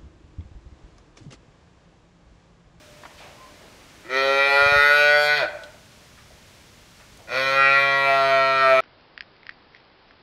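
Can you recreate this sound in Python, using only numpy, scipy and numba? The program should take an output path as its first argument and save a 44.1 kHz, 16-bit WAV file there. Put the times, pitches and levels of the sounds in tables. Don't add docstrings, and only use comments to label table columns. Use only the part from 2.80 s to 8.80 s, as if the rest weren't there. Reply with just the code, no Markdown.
import sys
import numpy as np
from scipy import signal
from scipy.fft import rfft, irfft, next_fast_len
from scipy.io import wavfile
from scipy.ndimage import uniform_filter1d, map_coordinates
from numba import njit

SR = 44100
rng = np.random.default_rng(int(sys.argv[2]) if len(sys.argv) > 2 else 0)


def wav_out(sig):
    wavfile.write(sys.argv[1], SR, np.round(np.clip(np.atleast_2d(sig).T, -1, 1) * 32767).astype(np.int16))


N = 264820

# start_s, creak_s (before the full voice), attack_s, end_s (the second lies past the last sample),
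#   opening_hoarseness (0-1, added), second_resonance_hz (at the start), glide_hz_per_s, treble_growth_db_per_s
CALLS = [(1.246, 0.037, 0.089, 2.675, .42, 1327, 109, 2.5), (4.47, 0.0061, 0.1, 6.15, 0.61, 1408, -79, -2)]
# time_s, pitch_hz
PITCH = [
    [(1.25, 104.3), (1.288, 124), (1.316, 129.2), (1.374, 134.6), (2.178, 146.8), (2.532, 148.1),
     (2.578, 145), (2.614, 130.5), (2.642, 108), (2.65, 105.9)],
    [(4.49, 109.9), (4.514, 121), (4.564, 131.1), (4.598, 133.2), (4.754, 136.1), (5.01, 138.4),
     (5.14, 138), (5.544, 134.9), (5.75, 134), (6.0, 131.1)],
]
# time_s, centre_hz, level_db
FIRST_RESONANCE = [
    [(1.37, 523, -27), (1.506, 547, -20.5), (1.654, 566, -25), (1.696, 659, -26.5), (1.752, 590, -22.5),
     (1.928, 589, -19), (1.996, 610, -30.5), (2.372, 615, -19), (2.574, 665, -31), (2.635, 605, -21)],
    [(4.57, 530, -26.5), (5.016, 576, -26.5), (5.094, 600.6, -23.5), (5.246, 580, -28.5),
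     (5.302, 677, -18.5), (5.51, 669, -22), (5.808, 570, -28.5), (5.836, 664, -23.5), (5.936, 662, -15.5),
     (6.0, 655, -22)],
]
# time_s, level_db
SECOND_LEVEL = [
    [(1.37, -25.5), (1.752, -23), (1.802, -16), (1.914, -22), (1.96, -17), (2.538, -20), (2.56, -28),
     (2.635, -24)],
    [(4.57, -26), (4.608, -30.5), (4.808, -16), (5.146, -28.5), (5.45, -18.5), (5.712, -23.5),
     (5.868, -15.5), (6.0, -23)],
]
# time_s, third_db, fourth_db
BRASSY_LEVELS = [
    [(1.37, -24.5, -29.5), (1.472, -30.5, -33), (1.616, -23, -24), (1.912, -26.5, -25), (2.056, -20, -31.5),
     (2.224, -34, -23.5), (2.352, -20, -32.5), (2.426, -28, -35), (2.506, -23.5, -28.5), (2.635, -35, -32)],
    [(4.57, -29.5, -28.5), (4.724, -29.5, -31), (4.876, -19, -20), (5.17, -24, -32), (5.282, -25, -23),
     (5.41, -34, -34.5), (5.498, -28.5, -29), (5.752, -29.5, -31.5), (5.976, -33, -24.5), (6.0, -27, -27)],
]
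# centre_hz, top_db, top_s (from the call's start),
#   slope_db_per_s (rise and fall)
NASAL = [(845, -28.5, 0.51, 14.5), (1050, -28, 0.92, 6.5)]
# start_db, change_db_per_s
CHEST = [
    [(-66, 12.5), (-44.5, -7), (-29.5, -8.5)],
    [(-48, -0.5), (-48, 0.5), (-45, 6)],
]
# centre_hz, width_hz, relative_db
RASP = [(3267, 580, -1), (3960, 700, -2.5), (4384, 470, -.7)]
EDGE = [(5400, 230, 2.5), (6275, 240, -1.5)]
SIZZLE = [(7240, 300, 0.0052), (8360, 340, 0.0099), (9110, 270, -1.4), (9900, 520, -1.8),
          (11370, 660, 0.35), (12260, 410, 0), (13700, 600, -2)]
# frequency_hz, gain_db
MOUTH_FILTER = [(250, -30.0), (430, -7.0), (520, 7.0)]
AIRY_FILTER = [(1200, -20), (3000, 0)]
TREBLE_FILTER = [(3500, -21.5), (5200, -1.5)]
RASP_FILTER = [(4400, -2), (4900, -6.0)]
# delay_s (at its start), drift_s_per_s, gain
DELAYED_COPIES = [
    [(0.00915, -0.00087, 0.41), (0.00961, -0.00075, 0.1), (0.00766, -0.00086, 0.33),
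     (0.02179, -0.00121, 0.27)],
    [(0.001505, 4e-05, 0.19), (0.01681, 0.00102, 0.36), (0.01113, -0.00044, 0.18), (0.01, -0.0004, 0.14)],
]
# frequency_hz, t60_s
PEN_DECAY = [(150, 0.34), (600, 0.83), (1500, 0.69), (3500, 0.48), (12000, 0.14)]
# start_s, level_db (before rise and decay), centre_hz, width_hz, rise_s, t60_s
SCUFFS = [(0.234, -31, 1100, 600, .002, 0.029), (0.252, -30.5, 1050, 613, .0005, 0.045),
          (.375, -46, 2130, 1480, 0.0075, 0.66), (.39, -40.5, 567, 400, 0.037, 0.56),
          (.8, -46, 450, 400, 0.022, 0.44), (2.834, -36.5, 3380, 1400, 0.00062, 0.048),
          (3.371, -47, 1390, 700, 0.01, 0.22), (3.505, -48, 645, 120, .004, .12),
          (4.195, -45, 895, 904, 0.0072, .15), (4.372, -44, 5000, 5075, 0.0011, 0.02),
          (4.378, -49, 590, 197.9, 0.0069, 0.45)]
# start_s, level_db (5.5 dB under the undamped sine's peak), pitch_hz
THUMPS = [(1.821, -35, 89.14), (1.862, -28, 109), (1.921, -29, 110), (1.962, -27, 99), (1.976, -30, 65)]
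# centre_s, top_db, pitch_hz, spread_s (standard deviation of the bell envelope)
FAINT_TONES = [(.1, -54, 602, 0.21), (0.642, -47.5, 1037, 0.037), (0.652, -56, 594, 0.17)]
# frequency_hz, relative_db
YARD_SPECTRUM = [(15, -38), (25, 1.5), (71, -3), (164, -6.5), (233, -10), (267, -13.5), (378, -15),
                 (536, -16), (581, -12.5), (702, -17), (1660, -18), (2290, -17.5), (5870, -21),
                 (15500, -37)]
# time_s, level_db
STIR_SPECTRUM = [(120, -23), (280, -2.5), (700, -8.5), (2500, -12), (8000, -35), (15000, -64)]
STIR_LEVEL = [(0, -55.5), (.7, -54), (1.3, -54.5), (3, -62.5)]

CREAK_DB, RELEASE_S = -25.5, 0.045
CLEAR, CLEARS_S = 0.025, 0.053
BREAK_S, BREAK_RISE_S, BREAK_HOARSE = 0.1502, 0.091, 0.436
OVERLAP_DB = -0.1
CHEST_LEAD = 0.73
RASP_DB, EDGE_DB, SIZZLE_DB = -32.3, -49.3, -55.8
TREBLE_LAG, TREBLE_RELEASE_S = 1.3, 0.1
BITE_DB, BITE_S = 9, .2
RASP_STRETCH = 2.5
SWELL_HZ = (138, 144)
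EDGE_SWELL_DB, SIZZLE_SWELL_DB = 2.5, 3.5
YARD_DB, PEN_DB = -50.5, -11.5
TOP_HZ = 15700


def cow():
    age, left, which = calls()
    _, creak_s, attack_s, _, first_hoarse, start_hz2, glide, growth = np.array(CALLS)[which].T
    pitch, = curves(np.vstack(PITCH))

    creak = amp(CREAK_DB) * ramp(age, 0.0034)
    full_voice = ramp(age - creak_s, attack_s)
    breath = np.maximum(creak, full_voice) * ramp(left, RELEASE_S)

    opening = first_hoarse * np.exp(-(age / CLEARS_S) ** 2 / 2)
    breaking = BREAK_HOARSE * ramp(BREAK_S - left, BREAK_RISE_S)
    hoarse = CLEAR + opening + breaking

    jitter = .05 * hoarse * wobble(170) + 0.0008 * wobble(25.09)
    phase = 2 * np.pi * np.cumsum(pitch * (1 + jitter)) / SR
    shimmer = amp(1.34 * hoarse * wobble(110))

    hz2 = start_hz2 + glide * age
    stretch = (hz2 / 1400) ** 0.24
    hum = breath ** CHEST_LEAD * chest(phase)
    body = hum + breath * throat(phase, hoarse, hz2, stretch)
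    force = breath ** TREBLE_LAG * ramp(left, TREBLE_RELEASE_S) * amp(growth * age)
    return shimmer * (body + force * treble(phase, hoarse, pitch, stretch))


def larynx(phase, air):
    cycle = np.floor(phase / (2 * np.pi))
    at = np.interp(2 * np.pi * np.arange(1, cycle[-1]), phase, np.arange(N))
    taps = np.floor(at).astype(int)[:, None] + np.arange(-7, 9)
    offset = taps - at[:, None]
    kernel = np.sinc(offset) * np.cos(np.pi * offset / 16) ** 2
    pulses = np.bincount(np.clip(taps, 0, N - 1).ravel(), kernel.ravel(), N)
    puffs = rng.standard_normal(N) * (1 + 0.25 * np.cos(phase))
    air = np.clip(air, 0, 1)
    return np.sqrt(1 - air ** 2) * unit(pulses) + air * unit(puffs)


def chest(phase):
    age, _, which = calls()
    hum = np.zeros(N)
    for k, (db, change) in enumerate(np.moveaxis(CHEST, 0, -1), start=1):
        hum += amp(db[which] + change[which] * age) * np.sin(k * phase)
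    return np.sqrt(2) * hum


def throat(phase, hoarse, hz2, stretch):
    age, _, which = calls()
    hz1, db1 = curves(np.vstack(FIRST_RESONANCE))
    db2, = curves(np.vstack(SECOND_LEVEL))
    db3, db4 = curves(np.vstack(BRASSY_LEVELS))
    nasal_hz, top_db, top_s, slope = np.array(NASAL)[which].T
    nasal_db = top_db - slope * np.abs(age - top_s)

    source = coloured(larynx(phase, 0.72 * hoarse), MOUTH_FILTER)
    source = source + delayed_copies(source)
    first = amp(db1) * steady(resonance(source, hz1, width_hz=97, skirt_hz=477))
    nasal = amp(nasal_db) * steady(resonance(source, nasal_hz, width_hz=132, skirt_hz=256))
    second = amp(db2) * steady(resonance(source, hz2, width_hz=107, skirt_hz=454))
    third = amp(db3) * steady(resonance(source, 1935 * stretch, width_hz=104, skirt_hz=475))
    fourth = amp(db4) * steady(resonance(source, 2400 * stretch, width_hz=99, skirt_hz=415))
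    return first + nasal + amp(OVERLAP_DB) * (second - third + fourth)


def treble(phase, hoarse, pitch, stretch):
    age, _, _ = calls()
    push = np.interp(pitch, SWELL_HZ, [0, 1])
    airy = coloured(larynx(phase, hoarse + .15), AIRY_FILTER)
    bounced = scattered(airy, gain=1.0)
    bright = coloured(bounced, TREBLE_FILTER)

    rasp_source = coloured(bounced, RASP_FILTER)
    rasp = amp(RASP_DB) * upper(rasp_source, RASP, stretch ** RASP_STRETCH, drift=0.017)
    bite = BITE_DB * np.exp(-age / BITE_S)
    edge_db = EDGE_DB + EDGE_SWELL_DB * push + bite + 1.48 * wobble(9.8)
    edge = amp(edge_db) * upper(bright, EDGE, stretch, drift=0.013)
    sizzle_db = SIZZLE_DB + SIZZLE_SWELL_DB * push + 2.1 * wobble(11)
    sizzle = amp(sizzle_db) * upper(bright, SIZZLE, stretch, drift=0.013)
    return rasp + edge + sizzle


def upper(source, modes, stretch, drift):
    total = np.zeros(N)
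    for k, (hz, width_hz, db) in enumerate(modes):
        centre_hz = hz * (stretch + drift * wobble(4))
        mode = unit(resonance(source, centre_hz, width_hz, 2 * width_hz))
        total += (-1) ** k * amp(db) * mode
    return steady(total)


def scattered(x, gain, count=6):
    delays = rng.uniform(.001, .014, count)
    bounces = sum(np.interp(clock() - delay - 0.000098 * wobble(2.2), clock(), x) for delay in delays)
    return x + gain * bounces


def delayed_copies(x):
    age, _, which = calls()
    total = np.zeros(N)
    for delay, drift, gain in np.moveaxis(DELAYED_COPIES, 0, -1):
        read_s = clock() - delay[which] - drift[which] * age
        total += gain[which] * np.interp(read_s, clock(), x)
    return total


def pen(x):
    hz, t, z = signal.stft(rng.standard_normal(SR), SR, nperseg=256)
    decay = amp(-60 * t / along(PEN_DECAY, hz)[:, None])
    tail = signal.istft(z * decay, SR, nperseg=256)[1]
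    return signal.fftconvolve(x, tail / np.linalg.norm(tail))[:N]


def scuffs():
    out = np.zeros(N)
    for s, db, hz, width_hz, rise, t60 in SCUFFS:
        t = np.maximum(clock() - s, 0)
        grit = unit(resonance(rng.standard_normal(N), hz, width_hz, skirt_hz=3 * width_hz))
        out += grit * (1 - np.exp(-t / rise)) * amp(db - 60 * t / t60)
    return out


def thumps():
    out = np.zeros(N)
    for s, db, hz in THUMPS:
        cycles = np.maximum(clock() - s, 0) * hz
        out += amp(db + 5.5) * np.sin(2 * np.pi * cycles) * np.exp(-1.5 * cycles)
    return out


def tones():
    out = np.zeros(N)
    for s, db, hz, spread in FAINT_TONES:
        swell = np.exp(-((clock() - s) / spread) ** 2 / 2)
        tone = steady(resonance(rng.standard_normal(N), hz, width_hz=14, skirt_hz=110))
        out += amp(db) * swell * tone
    return out


def yard():
    air_db = YARD_DB + 0.21 * wobble(4.54)
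    air = amp(air_db) * unit(coloured(rng.standard_normal(N), YARD_SPECTRUM))
    stir_db, = curves(STIR_LEVEL)
    stir = coloured(rng.standard_normal(N), STIR_SPECTRUM)
    return air + amp(stir_db) * unit(stir)


def calls():
    start, end = np.array(CALLS)[:, 0], np.array(CALLS)[:, 3]
    which = (clock() > (end[0] + start[1]) / 2).astype(int)
    age = np.clip(clock() - start[which], 0, (end - start)[which])
    left = np.maximum(end[which] - clock(), 0)
    return age, left, which


@njit
def ringing(x, angle, radius):
    y = np.zeros(len(x))
    for i in range(2, len(x)):
        feedback = 2 * radius * np.cos(angle[i]) * y[i - 1] - radius * radius * y[i - 2]
        y[i] = x[i] - x[i - 2] + feedback
    return y * (1 - radius)


def resonance(x, hz, width_hz, skirt_hz):
    angle = 2 * np.pi * hz / SR * np.ones(N)
    peak = ringing(x, angle, np.exp(-np.pi * width_hz / SR))
    return ringing(peak, angle, np.exp(-np.pi * skirt_hz / SR))


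def coloured(x, spectrum, size=8192):
    cepstrum = irfft(np.log(amp(along(spectrum, np.fft.rfftfreq(size, 1 / SR)))))
    cepstrum[1:size // 2] *= 2
    cepstrum[size // 2 + 1:] = 0
    return signal.fftconvolve(x, irfft(np.exp(rfft(cepstrum))))[:N]


def wobble(rate):
    coarse = np.linspace(0, N, num=N // 32)
    knots = rng.standard_normal(int(N * rate / SR) + 4)
    return np.interp(np.arange(N), coarse, map_coordinates(knots, [coarse * rate / SR]))


def along(points, hz):
    f, v = np.transpose(points)
    return np.interp(np.log(hz + 1), np.log(f + 1), v)


def curves(rows):
    s, *cols = np.transpose(rows)
    return [np.interp(clock(), s, c) for c in cols]


def ramp(t, length):
    return np.clip(t / length, 0, 1)


def clock():
    return np.arange(N) / SR


def amp(db):
    return 10 ** (np.asarray(db) / 20)


def unit(x):
    return x / np.sqrt(np.mean(x ** 2) + 1e-20)


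def steady(x):
    power = uniform_filter1d(uniform_filter1d(x * x, size=900), size=700)
    return x / np.sqrt(np.abs(power) + 1e-14)


def scene():
    near = cow() + scuffs()
    return (near + amp(PEN_DB) * pen(near) + tones() + thumps() + yard())[None]


def record(dry):
    size = next_fast_len(N + SR // 2)
    hz = np.fft.rfftfreq(size, 1 / SR)
    low_cut = hz ** 2 / np.sqrt(hz ** 4 + 45 ** 4)
    return irfft(rfft(dry, size) * low_cut * (hz < TOP_HZ), size)[:, :N]


dry = scene()
out = record(dry)
wav_out(out)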